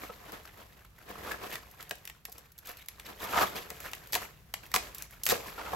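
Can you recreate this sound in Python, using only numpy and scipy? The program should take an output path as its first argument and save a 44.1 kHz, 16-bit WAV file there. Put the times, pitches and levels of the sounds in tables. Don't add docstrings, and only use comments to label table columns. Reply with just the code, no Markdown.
import sys
import numpy as np
from scipy import signal
from scipy.fft import rfft, irfft, next_fast_len
from scipy.io import wavfile
from scipy.ndimage import map_coordinates

SR = 44100
rng = np.random.default_rng(int(sys.argv[2]) if len(sys.argv) > 2 else 0)


def bounce(signal):
    frames = np.transpose(np.atleast_2d(signal))
    limited = np.clip(frames, -1, 1)
    pcm = np.round(limited * 32767).astype(np.int16)
    wavfile.write(sys.argv[1], SR, pcm)


N = 253575
TIME = np.arange(N) / SR

# start in seconds, relative crack and clack levels in dB, ring pitch in Hz.
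ROOT_SNAPS = [(1.318, -40, -33.5, 1600), (1.5553, -44, -32, 2330), (1.8075, -56, -42, 1860),
              (1.828, -37.5, -45, 1870), (1.9104, -33, -27.5, 1600), (2.0542, -36.5, -46, 1890),
              (2.0759, -37, -37.5, 1870), (2.0989, -43.5, -39, 1750), (2.2536, -31, -39, 1760),
              (2.8858, -29.5, -39.5, 2700), (2.9982, -39, -40.5, 2060), (3.7038, -34, -35, 1970),
              (3.934, -54, -31, 2000), (4.1326, -23, -29, 2270), (4.143, -22, -30.5, 1980),
              (4.1528, -20, -23.5, 1750), (4.54, -26, -27.5, 2160), (4.717, -38, -41, 2270),
              (4.7418, -20.5, -20.5, 990), (4.7513, -21, -30, 2470), (4.7621, -25, -18, 1970),
              (5.024, -28.5, -46, 2570), (5.2655, -17.5, -22.5, 1890), (5.2905, -19, -27.5, 3760),
              (5.2998, -17.5, -32, 2620)]
# start in seconds, length in seconds, level in dB.
BUNDLE_TEARS = [(4.129, 0.04, -35), (4.739, 0.024, -33), (5.273, 0.019, -37.5), (5.296, 0.029, -26.5)]
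# frequency in Hz, bandwidth in Hz, gain in dB.
CARDBOARD_MODES = [(75, 41, -6), (206.4, 24, -3.5), (431, 270, -7), (446, 87, 0), (721.6, 36.5, -4),
                   (900, 76, -9), (1063, 123, -6), (1320, 63, -5.5), (1672, 156, -9)]
# frequency in Hz, relative spectral density in dB.
CRACK_COLOUR = [(300, -14), (1500, -12), (4000, 3), (7500, -1.5), (9800, -12), (11200, 3.5), (12800, 3),
                (14200, -11), (16000, -2)]
CLACK_COLOUR = [(150, -16.5), (700, -0.5), (1200, -0.5), (1900, 6.5), (4000, -0.5), (6500, -3.5),
                (12000, -9.5)]
CRACKLE_COLOUR = [(150, -14), (700, -4.5), (3000, -6), (7500, -7), (9800, -18.5), (11100, -0.5),
                  (12900, -0.5), (14200, -7), (16000, -12.5)]


def cracks(events, crack_t60, splinter_db, tilt_db_per_octave, strain_s=0.0008, lead_s=0.002):
    out = np.zeros((2, N))
    t = np.arange(SR // 20) / SR - lead_s
    after = np.maximum(t, 0)
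    onset = np.exp(np.minimum(t, 0) / strain_s)
    spectrum = [(hz, db + tilt_db_per_octave * np.log2(hz)) for hz, db in CRACK_COLOUR]
    for s, db, *_ in events:
        burst = rng.standard_normal((2, len(t))) * amp(-60 * after / crack_t60)
        splinters = grains(len(t), rate=5000, scatter_db=5) * amp(-60 * after / .03)
        crack = compact(onset * (burst + amp(splinter_db) * splinters), spread=.35)
        add(out, s - lead_s, at_level(coloured(crack, spectrum), db - 4, span_s=2 * lead_s))
    return out


def clacks(shudder_t60=0.025, shudder_db=-19, ring_db=-3):
    # frequency in Hz, bandwidth in Hz, gain in dB.
    stem_modes = [(830, 200, -6), (1910, 260, 29), (2830, 740, 4), (4700, 1150, 2)]
    stem_hz = stem_modes[1][0]
    out, t = np.zeros((2, N)), np.arange(SR // 20) / SR
    for s, _, db, ring_hz in ROOT_SNAPS:
        force = compact(jolt(t, shudder_db, shudder_t60), spread=.7)
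        ring = filtered(force, lambda hz: resonances(hz * stem_hz / ring_hz, stem_modes))
        clack = unit(coloured(force, CLACK_COLOUR)) + amp(ring_db) * unit(ring)
        add(out, s, at_level(clack, db - 2, span_s=.004))
    return out


def ticks():
    # start in seconds, relative level in dB.
    fibre_breaks = [(0.321, -37), (1.093, -45), (1.11, -43), (1.7136, -43), (1.8946, -35.5), (1.955, -42.5),
                    (1.984, -52), (2.297, -46), (2.3205, -39), (2.3255, -37), (2.3825, -39), (2.392, -48),
                    (2.52, -46), (2.5805, -42), (2.588, -38), (2.657, -41), (2.673, -35.5), (2.692, -35.5),
                    (2.716, -39.5), (2.7715, -41), (2.861, -45), (3.241, -34), (3.804, -35.5), (3.916, -39),
                    (3.951, -36.5), (4.073, -41.5), (4.1245, -28), (4.2405, -44), (4.665, -44),
                    (4.786, -37), (4.9481, -32), (4.983, -33.5), (5.11, -44), (5.2358, -22.5),
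                    (5.2555, -23), (5.272, -24)]
    return cracks(fibre_breaks, crack_t60=0.0058, splinter_db=-4, tilt_db_per_octave=6)


def tears(release_t60=0.012, wood_db=-2):
    out = np.zeros((2, N))
    for s, length, db in BUNDLE_TEARS:
        t = np.arange(round((length + 2 * release_t60) * SR)) / SR
        fibres = compact(grains(len(t), rate=5300, scatter_db=5.5), spread=.45)
        rip = unit(coloured(fibres, CRACK_COLOUR) + amp(wood_db) * coloured(fibres, CLACK_COLOUR))
        add(out, s, rip * amp(db - 60 * np.maximum(t - length, 0) / release_t60))
    return out


def knocks(settle_t60=0.056, settle_db=-21, contact_q=4, weight=0.85):
    # start in seconds, level in dB, contact resonance in Hz.
    impacts = [(0.096, -42.5, 510), (1.11, -46.5, 1080), (1.154, -45, 1210), (1.312, -35, 1600),
               (1.341, -39.5, 1570), (1.915, -41.5, 660), (2.283, -53, 760), (2.692, -48, 710),
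               (3.333, -32.5, 1390), (3.3745, -30, 1170), (3.431, -25, 1190), (3.711, -45.5, 610),
               (4.156, -33.5, 845), (4.742, -30, 920), (4.763, -32, 835), (5.3194, -23.5, 570),
               (5.732, -30, 840), (5.744, -39, 790)]
    out, t = np.zeros((2, N)), np.arange(SR // 8) / SR
    contact = lambda ratio: (weight + 1j * ratio) / (1 + 1j * ratio / contact_q - ratio ** 2)
    for s, db, contact_hz in impacts:
        force = broad(jolt(t, settle_db, settle_t60))
        thud = filtered(force, lambda hz: resonances(hz, CARDBOARD_MODES) * contact(hz / contact_hz))
        add(out, s, at_level(thud, db, span_s=.006))
    return out


def stroke_envelope(length, attack_share=0.12, swell_db=14, release_db_per_s=273):
    t = np.arange(SR // 2) / SR
    attack = np.clip(t / (attack_share * length), 0, 1)
    leaning_db = swell_db * np.clip(t / length - 1, -1, 0)
    return attack * amp(leaning_db - release_db_per_s * np.maximum(t - length, 0))


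def effort(spill_scrape_db=-7.5, spill_soil_db=-10.5, spill_db_per_s=160):
    # time in seconds, rustle level in dB.
    grip = [(0, -54.5), (.42, -58.5), (.73, -61.5), (.86, -66.5), (.92, -73), (1.0, -61.5), (1.15, -55.5),
            (1.5, -77), (1.62, -59), (2.1, -62.5), (2.23, -72.5), (2.37, -58), (2.54, -71), (2.76, -61),
            (2.85, -65.5), (2.92, -61.5), (3.15, -57), (3.27, -56), (3.48, -46), (3.68, -53), (4.1, -56.5),
            (4.47, -68.5), (4.9, -55), (5.08, -72), (5.21, -60.5), (5.5, -51.5)]
    # start and length in seconds, scrape and soil levels in dB.
    strokes = [(0.0, 0.034, -42, -46.5), (0.189, 0.11, -46, -57), (0.306, 0.032, -39.5, -50.5),
               (0.571, 0.03, -48, -57), (1.053, 0.053, -43.5, -72), (1.141, 0.18, -38, -45),
               (1.379, 0.061, -39, -48), (1.442, 0.094, -40.5, -41), (1.775, 0.033, -50.5, -50.5),
               (2.618, 0.088, -51.5, -50), (3.038, 0.061, -45, -51.5), (3.191, 0.044, -37.5, -38.5),
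               (3.266, 0.16, -30.5, -32.5), (3.519, 0.042, -36.5, -50), (3.796, 0.065, -45.5, -42),
               (4.197, 0.025, -43, -42.5), (4.626, 0.011, -52, -52.5), (4.813, 0.038, -43.5, -46.5),
               (4.946, 0.07, -54, -45.5), (5.1, 0.03, -67, -50), (5.387, 0.095, -44, -45.5),
               (5.527, 0.49, -34, -47)]
    grip_db = np.interp(TIME, *np.transpose(grip))
    power = amp([grip_db, grip_db]) ** 2
    for s, length, scrape_db, soil_db in strokes:
        add(power, s, (amp([[scrape_db], [soil_db]]) * stroke_envelope(length)) ** 2)
    for s, length, db in BUNDLE_TEARS:
        spill = (TIME > s) * amp(db - spill_db_per_s * np.maximum(TIME - s - length, 0))
        power += (amp([[spill_scrape_db], [spill_soil_db]]) * spill) ** 2
    return 10 * np.log10(power)


def rubbing(slide_db, crumble_db, scrape_db=-4, ring_db=-6, soil_db=-3, rootlet_db=-4, jerk_db=1.5):
    # frequency in Hz, relative density in dB.
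    scrape_spectrum = [(100, -32.5), (300, -7.5), (600, -7.5), (1400, -12), (4000, -19.5), (8000, -29.5)]
    slips = broad(grains(N, rate=1400, scatter_db=2.5))
    scrape = amp(scrape_db) * unit(coloured(slips, scrape_spectrum))
    catches = broad(grains(N, rate=760, scatter_db=2))
    ring = amp(ring_db) * unit(filtered(catches, lambda hz: resonances(hz, CARDBOARD_MODES)))
    grains_per_s = 1000 + 200000 * amp(crumble_db)
    particles = unit(grains(N, rate=grains_per_s, scatter_db=5) / np.sqrt(grains_per_s))
    dust = .5 * rng.standard_normal((2, N))
    soil = amp(soil_db) * unit(coloured(compact(particles + dust, spread=.4), CRACKLE_COLOUR))
    flicks = pings(N / SR, rate=330, centre_hz=2235, spread=0.374, cycles=23, scatter_db=3.5, count=4000)
    rootlets = amp(rootlet_db) * unit(flicks[:, :N])
    jerks = amp(jerk_db * wobble(70))
    return jerks * (amp(slide_db) * (scrape + ring) + amp(crumble_db) * (soil + rootlets))


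def drags(flex=0.0693):
    # start in seconds, length in seconds, level in dB.
    judders = [(0.089, 0.024, -47), (1.242, 0.065, -47), (2.672, 0.037, -53.5), (3.202, 0.12, -45.5),
               (3.315, 0.145, -29.5), (5.57, 0.06, -42), (5.634, 0.075, -44.5)]
    # frequency in Hz, bandwidth in Hz, gain in dB.
    hollow_modes = [(633, 200, 3), (976, 69, 10), (1307, 61, 13), (2540, 2600, -8.5)]
    out = np.zeros((2, N))
    for s, length, db in judders:
        n = round(length * SR)
        slips = compact(grains(n, rate=1500, scatter_db=3), spread=.35)
        ring = filtered(slips, lambda hz: resonances(hz, hollow_modes))
        clock = np.cumsum(np.exp(flex * wobble(90)[:n]))
        bent = np.array([np.interp(clock * n / clock[-1], np.arange(n), side) for side in ring])
        swell = np.sin(np.linspace(0, 1, n) ** 1.12 * np.pi)
        add(out, s, amp(db) * unit(swell * bent))
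    return out


def radiated(x):
    # frequency in Hz, left minus right level in dB.
    balance = [(200, 2), (450, -2), (700, -4), (1150, 3), (2200, -2.5)]
    return filtered(x, lambda hz: amp(np.outer([.5, -.5], along(balance, hz))))


def crunches():
    # start in seconds, length in seconds, level in dB.
    squeezes = [(1.526, 0.015, -42), (2.65, 0.065, -52), (2.77, 0.055, -54), (3.052, 0.021, -46.5),
                (3.556, 0.032, -41), (3.618, 0.013, -49)]
    out = np.zeros((2, N))
    for s, length, db in squeezes:
        fractures = pings(length, rate=870, centre_hz=3146, spread=0.35, cycles=67, scatter_db=2)
        add(out, s, at_level(dusty(fractures, dust_db=0), db, span_s=length))
    return out


def crumbs(skitter_s=.009):
    # start in seconds, level in dB.
    landings = [(0.344, -52), (0.453, -48.5), (0.4752, -53), (0.7912, -58.5), (0.848, -54.5),
                (0.983, -53.5), (1.0894, -54.5), (3.269, -46)]
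    out = np.zeros((2, N))
    for s, db in landings:
        taps = pings(skitter_s, rate=2200, centre_hz=1820, spread=0.56, cycles=35, scatter_db=7.5)
        fade = np.exp(-np.arange(taps.shape[1]) / SR / skitter_s)
        add(out, s, at_level(dusty(taps * fade, dust_db=-2.5), db, span_s=skitter_s))
    return out


def pings(length, rate, centre_hz, spread, cycles, scatter_db, count=100):
    draws = rng.standard_normal((count, 5))
    gaps = np.mean(draws[:, :2] ** 2, axis=1) / rate
    t = np.arange(SR // 100) / SR
    run = np.zeros((2, round(length * SR) + len(t)))
    for s, (pitch, size, side) in zip(np.cumsum(gaps) - gaps[0], draws[:, 2:]):
        if s < length:
            turns = centre_hz * np.exp(spread * np.clip(pitch, -2, 2)) * t
            ping = amp(scatter_db * size - 60 * turns / cycles) * np.sin(2 * np.pi * turns)
            add(run, s, np.outer([1, side], ping))
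    return compact(run, spread=.4)


def dusty(sound, dust_db):
    dust = np.abs(sound[0]) * rng.standard_normal(sound.shape)
    puff = coloured(compact(dust, spread=.4), CRACKLE_COLOUR)
    return unit(sound) + amp(dust_db) * unit(puff)


def room(x, gap_s=0.0062, patterns=16):
    # frequency in Hz, time to fall 60 dB in seconds.
    decay_times = [(500, 0.36), (1500, 0.21), (7000, 0.34), (16000, 0.027)]
    out, edges = np.zeros((2, N)), np.linspace(0, N, patterns + 1).astype(int)
    for a, b in zip(edges, edges[1:]):
        hz, t, noise = signal.stft(rng.standard_normal((2, SR // 2)), SR, nperseg=256)
        decay = amp(-60 * t / along(decay_times, hz)[:, None])
        tail = broad(signal.istft(noise * decay, SR, nperseg=256)[1])
        add(out, a / SR + gap_s, signal.fftconvolve(x[:, a:b], tail / np.linalg.norm(tail[0]), axes=1))
    return out


def background():
    # frequency in Hz, relative density in dB.
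    rumble_spectrum = [(20, -21), (36, -13.5), (52, 7), (80, -6), (160, -7), (280, -24.5), (2000, -29),
                       (9000, -38), (12000, -34)]
    level_db = np.interp(TIME, [0, 1.4, 2.7, 3.4], [-59, -59, -63, -57])
    return amp(level_db) * unit(coloured(broad(rng.standard_normal((2, N))), rumble_spectrum))


def broad(pair):
    # frequency in Hz, left-right correlation.
    coherence = [(60, 0.92), (250, 0.78), (600, 0.39), (1400, 0.15), (3000, 0.012)]
    angle = lambda hz: np.arccos(np.clip(along(coherence, hz), -1, 1)) / 2
    mid, side = filtered(pair, lambda hz: np.array([np.cos(angle(hz)), np.sin(angle(hz))]))
    return np.array([mid + side, mid - side])


def compact(pair, spread, lag_samples=11):
    left, right = pair[0] + spread * pair[1], pair[0] - spread * pair[1]
    late = filtered(right, lambda hz: np.exp(-2j * np.pi * np.maximum(hz * lag_samples / SR, 2)))
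    return np.array([left, late])


def jolt(t, tail_db, t60):
    force = rng.standard_normal((2, len(t))) * amp(tail_db - 60 * t / t60)
    force[0, 0] += 1
    return force


def grains(n, rate, scatter_db):
    sizes = amp(scatter_db * np.clip(rng.standard_normal((2, n)), -2, 2))
    return unit((rng.random((2, n)) < rate / SR) * sizes * rng.choice([-1, 1], (2, n)))


def resonances(hz, modes):
    return sum((-1) ** k * amp(db) * 1j * hz * width / (centre ** 2 - hz ** 2 + 1j * hz * width)
               for k, (centre, width, db) in enumerate(modes))


def coloured(x, spectrum, size=2048):
    cepstrum = irfft(np.log(amp(along(spectrum, np.fft.rfftfreq(size, 1 / SR)))))
    cepstrum[1:size // 2] *= 2
    cepstrum[size // 2 + 1:] = 0
    kernel = irfft(np.exp(rfft(cepstrum)))
    return signal.fftconvolve(x, kernel[None] / np.linalg.norm(kernel), axes=1)[:, :x.shape[1]]


def filtered(x, response):
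    n = x.shape[-1]
    padded = next_fast_len(n + SR // 8)
    return irfft(rfft(x, padded) * response(np.fft.rfftfreq(padded, 1 / SR)), padded)[..., :n]


def wobble(rate):
    return map_coordinates(rng.standard_normal(int(N * rate / SR) + 4), [TIME * rate])


def along(points, hz):
    frequencies, values = np.transpose(points)
    return np.interp(np.log(hz + 1), np.log(frequencies), values)


def amp(db):
    return 10 ** (np.asarray(db) / 20)


def unit(x):
    return x / np.sqrt(np.mean(x ** 2) + 1e-20)


def at_level(sound, db, span_s):
    return sound * amp(db) / np.sqrt(np.mean(sound[:, :round(span_s * SR)] ** 2) + 1e-20)


def add(track, s, sound):
    part = track[:, max(round(s * SR), 0):][:, :sound.shape[1]]
    part += sound[:, :part.shape[1]]


def scene(break_room_db=-11, rub_room_db=-12, knock_room_db=-16):
    snaps = cracks(ROOT_SNAPS, crack_t60=0.0016, splinter_db=-13.5, tilt_db_per_octave=4.5) + clacks()
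    breaks = snaps + ticks() + tears()
    bumps = radiated(knocks())
    rub = rubbing(*effort()) + radiated(drags()) + crumbs() + crunches()
    echoes = room(amp(break_room_db) * breaks + amp(rub_room_db) * rub + amp(knock_room_db) * bumps)
    return breaks + bumps + rub + echoes + background()


def record(dry):
    return filtered(dry, lambda hz: 1 / np.sqrt(1 + (hz / 15800) ** 200))


dry = scene()
out = record(dry)
bounce(out)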